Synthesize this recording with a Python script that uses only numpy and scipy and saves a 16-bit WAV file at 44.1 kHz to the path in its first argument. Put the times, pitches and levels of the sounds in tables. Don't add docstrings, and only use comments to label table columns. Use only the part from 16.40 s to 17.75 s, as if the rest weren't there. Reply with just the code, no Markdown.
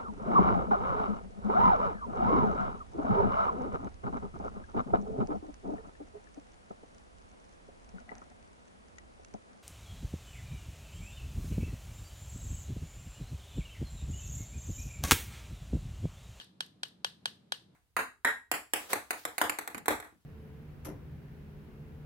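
import sys
import numpy as np
from scipy import signal
from scipy.fft import rfft, irfft
from scipy.io import wavfile

SR = 44100
rng = np.random.default_rng(int(sys.argv[2]) if len(sys.argv) > 2 else 0)


def wav_out(sig):
    wavfile.write(sys.argv[1], SR, np.round(np.clip(np.atleast_2d(sig).T, -1, 1) * 32767).astype(np.int16))


N = 59535
SIDES = np.array([[1], [-1]])


def undb(db):
    return 10 ** (np.asarray(db) / 20)


def unit_rms(x):
    return x / np.sqrt(np.mean(x ** 2))


def unit_energy(x):
    return unit_rms(x) / np.sqrt(x.shape[1])


def decay(t, t60):
    return np.exp(-np.log(1000) * t / t60)


def add(out, x, at_s):
    start = int(round(at_s * SR))
    length = min(x.shape[1], out.shape[1] - start)
    out[:, start:start + length] += x[:, :length]


def colour(points, size):
    hz, db, *pan = np.array(points).T
    f = np.maximum(np.fft.rfftfreq(size, 1 / SR), 1)
    return undb([np.interp(np.log(f), np.log(hz), db + side * sum(pan) / 2) for side in (1, -1)])


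def noise(points, size):
    white = rng.standard_normal((2, size))
    return unit_rms(irfft(rfft(white) * colour(points, size), size))


def pulse(points, size):
    cepstrum = irfft(np.log(colour(points, size)), size)
    k = np.arange(size)
    causal = cepstrum * (1 + (k > 0)) * (k < size // 2)
    return unit_energy(irfft(np.exp(rfft(causal)), size))


# frequency in Hz, relative spectral density in dB.
RUMBLE_SPECTRUM = [(25, -26), (50, -16.5), (90, 1), (170, 2.5), (300, -2.5), (530, -14.5), (1000, -20.5),
                   (2000, -28.5), (4000, -26), (6000, -37), (12000, -41)]


def background(wide_hz=700, hum_hz=184.4, hum_width_hz=14.8):
    f = np.fft.rfftfreq(N, 1 / SR)
    mid, side = noise(RUMBLE_SPECTRUM, N)
    side = irfft(rfft(side) * np.clip(f / wide_hz, undb(-14), 1), N)
    hum_band = 1 / (1 + ((f - hum_hz) / hum_width_hz) ** 2)
    hum = unit_rms(irfft(rfft(rng.standard_normal(N)) * hum_band, N))
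    t = np.arange(N) / SR
    swell_db = 3 * np.exp(-((t - 0.88) / 0.1) ** 2)
    return undb(swell_db) * (undb(-66) * (mid + SIDES * side) + undb(-69.5) * hum)


# frequency in Hz, relative level in dB.
ROOM_SPECTRUM = [(240, -40), (400, -3.5), (686, -8.5), (1020, -10), (1440, -11), (1670, -0.5),
                 (2230, -15.5), (3120, 1), (4170, -1.5), (5590, -11), (7700, -20), (8770, -10.5),
                 (10000, -26.5), (12100, -16), (13000, -47)]
# delay in seconds, level in dB.
WALL_ECHOES = [(0.0177, -31.5), (.0255, -28), (0.037, -36)]


def reverberation(build_s=0.0056, pan_db=1.5):
    t = np.arange(SR // 2) / SR
    tail = noise(ROOM_SPECTRUM, len(t)) * decay(t, t60=0.28) * (1 - np.exp(-t / build_s))
    out = undb(-17) * unit_energy(tail)
    for delay_s, db in WALL_ECHOES:
        echo = noise(ROOM_SPECTRUM, len(t)) * decay(t, t60=0.015)
        add(out, undb(db) * unit_energy(echo), delay_s)
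    return out * undb(SIDES * pan_db / 2)


# frequency in Hz, relative level in dB.
CEILING_SPECTRUM = [(500, -9), (1750, 3.5), (2400, -6), (2750, 0), (2930, 22), (3200, -17), (4200, -5.5),
                    (5600, 0), (12000, 1.5)]


def ceiling_echo(x, delay_s=0.019):
    response = np.zeros((2, SR // 10))
    add(response, undb(-21) * pulse(CEILING_SPECTRUM, SR // 10), delay_s)
    return signal.fftconvolve(x, response, axes=1)[:, :x.shape[1]]


# frequency in Hz, relative spectral density in dB.
TICK_SPECTRUM = [(1000, -17), (4000, 1), (9000, -3), (12000, 3), (13500, 4)]


def tick():
    t = np.arange(SR // 20) / SR
    return noise(TICK_SPECTRUM, len(t)) * decay(t, t60=0.023)


def ring(modes, t, tilt_db, pivot_hz=3480, rise_s=0.00035):
    out = 0
    for hz, db, t60, pan_db, lag_s in modes:
        detune, scatter_db = rng.normal(0, [0.004, 0.7])
        gain = undb(db + scatter_db + tilt_db * np.log2(hz / pivot_hz) + SIDES * pan_db / 2)
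        phase = 2 * np.pi * hz * (1 + detune) * (t + SIDES * lag_s / 2)
        out = out + gain * decay(t, t60) * np.sin(phase)
    return out * (1 - np.exp(-t / rise_s))


# frequency in Hz, relative level in dB, 60 dB decay time in
# seconds, left minus right in dB, lag of the right microphone in seconds.
SHELL_MODES = [(1559, -2, .014, 3, 24e-5), (1700.5, -8, 0.022, 9.5, 24e-5), (2465, -7.5, 0.01, -9.5, 5e-5),
               (3075, -14, 0.038, -3, 14e-5), (3239, -6, 0.037, 8, 14e-5), (3560, -18, 0.0062, 8, -9e-5),
               (3964, -7.5, 0.019, 1, -0.00107), (4157, -8.5, 0.018, -6.5, -0.000028),
               (4710, -8, 0.013, 1.5, -0.0046), (5252, -11, 0.0083, 9, 0.0038),
               (6240, -16.5, 0.023, 10, -6e-5), (8600, -23.5, 0.016, 18.5, 0), (11100, -24, .012, -8.5, 0),
               (11820, -28, 0.012, -10, 0)]
DESK_MODES = [(582, -17.5, 0.021, 2, 0.00009), (815, -17.5, 0.023, 7.7, 0.000061),
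              (945, -5, 0.011, 7.2, 0.000038), (1139, -9.5, .01, 3.5, 0.000064)]
# frequency in Hz, relative spectral
# density in dB, left minus right in dB.
CONTACT_SPECTRUM = [(403, -14, -1), (2000, -15, 5), (2790, -2, -1.5), (4460, 4, -7), (5890, -4.5, 7.5),
                    (7630, -12.5, 8), (9340, -5.5, 10.5), (10000, -15.5, 3), (12000, -14.5, -10.5)]
TOUCH_LEAD_S = 0.00135


def clack(knock_db, tilt_db):
    t = np.arange(SR // 10) / SR
    shell = undb(-20.5) * ring(SHELL_MODES, t, tilt_db)
    crack = undb(-10.5) * pulse(CONTACT_SPECTRUM, len(t))
    desk = undb(-23 + knock_db) * ring(DESK_MODES, t, tilt_db=0)
    chatter = undb(-14) * unit_energy(noise(CONTACT_SPECTRUM, len(t)) * decay(t, t60=0.026))
    out = undb(-17) * (shell + crack)
    add(out, shell + crack + desk + chatter, TOUCH_LEAD_S)
    return out


# start in seconds, level in dB.
SHIFTS = [(0.044, -50.5), (0.263, -50), (.483, -52)]
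# time in seconds, gain in dB, extra gain of the desk knock in dB,
# treble tilt of the shell in dB per octave.
LANDINGS = [(-0.0065, -3.5, 4, -2.5), (0.2066, -2.5, -6, 1), (0.4330, -3, -4.5, 0.5), (0.6463, 1.5, 1, 0.5),
            (0.8571, 0.5, -1.5, 0.5), (1.1216, 0, 0.5, -.5)]


def scene(radiation_hz=432):
    run_in = SR // 10
    direct, reverberant = np.zeros((2, 2, N + run_in))
    room_answer = reverberation()
    for at_s, db, knock_db, tilt_db in LANDINGS:
        add(direct, undb(db) * clack(knock_db, tilt_db), at_s + run_in / SR - TOUCH_LEAD_S)
        add(reverberant, undb(db) * room_answer, at_s + run_in / SR)
    for at_s, db in SHIFTS:
        add(direct, undb(db) * tick(), at_s + run_in / SR)
    bass_cut = signal.butter(4, radiation_hz, "high", fs=SR, output="sos")
    keycap = signal.sosfilt(bass_cut, direct + ceiling_echo(direct) + reverberant)
    return keycap[:, run_in:] + background()


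def record(dry):
    return signal.sosfilt(signal.ellip(8, 0.2, 70, 12300, fs=SR, output="sos"), dry)


dry = scene()
out = record(dry)
wav_out(out)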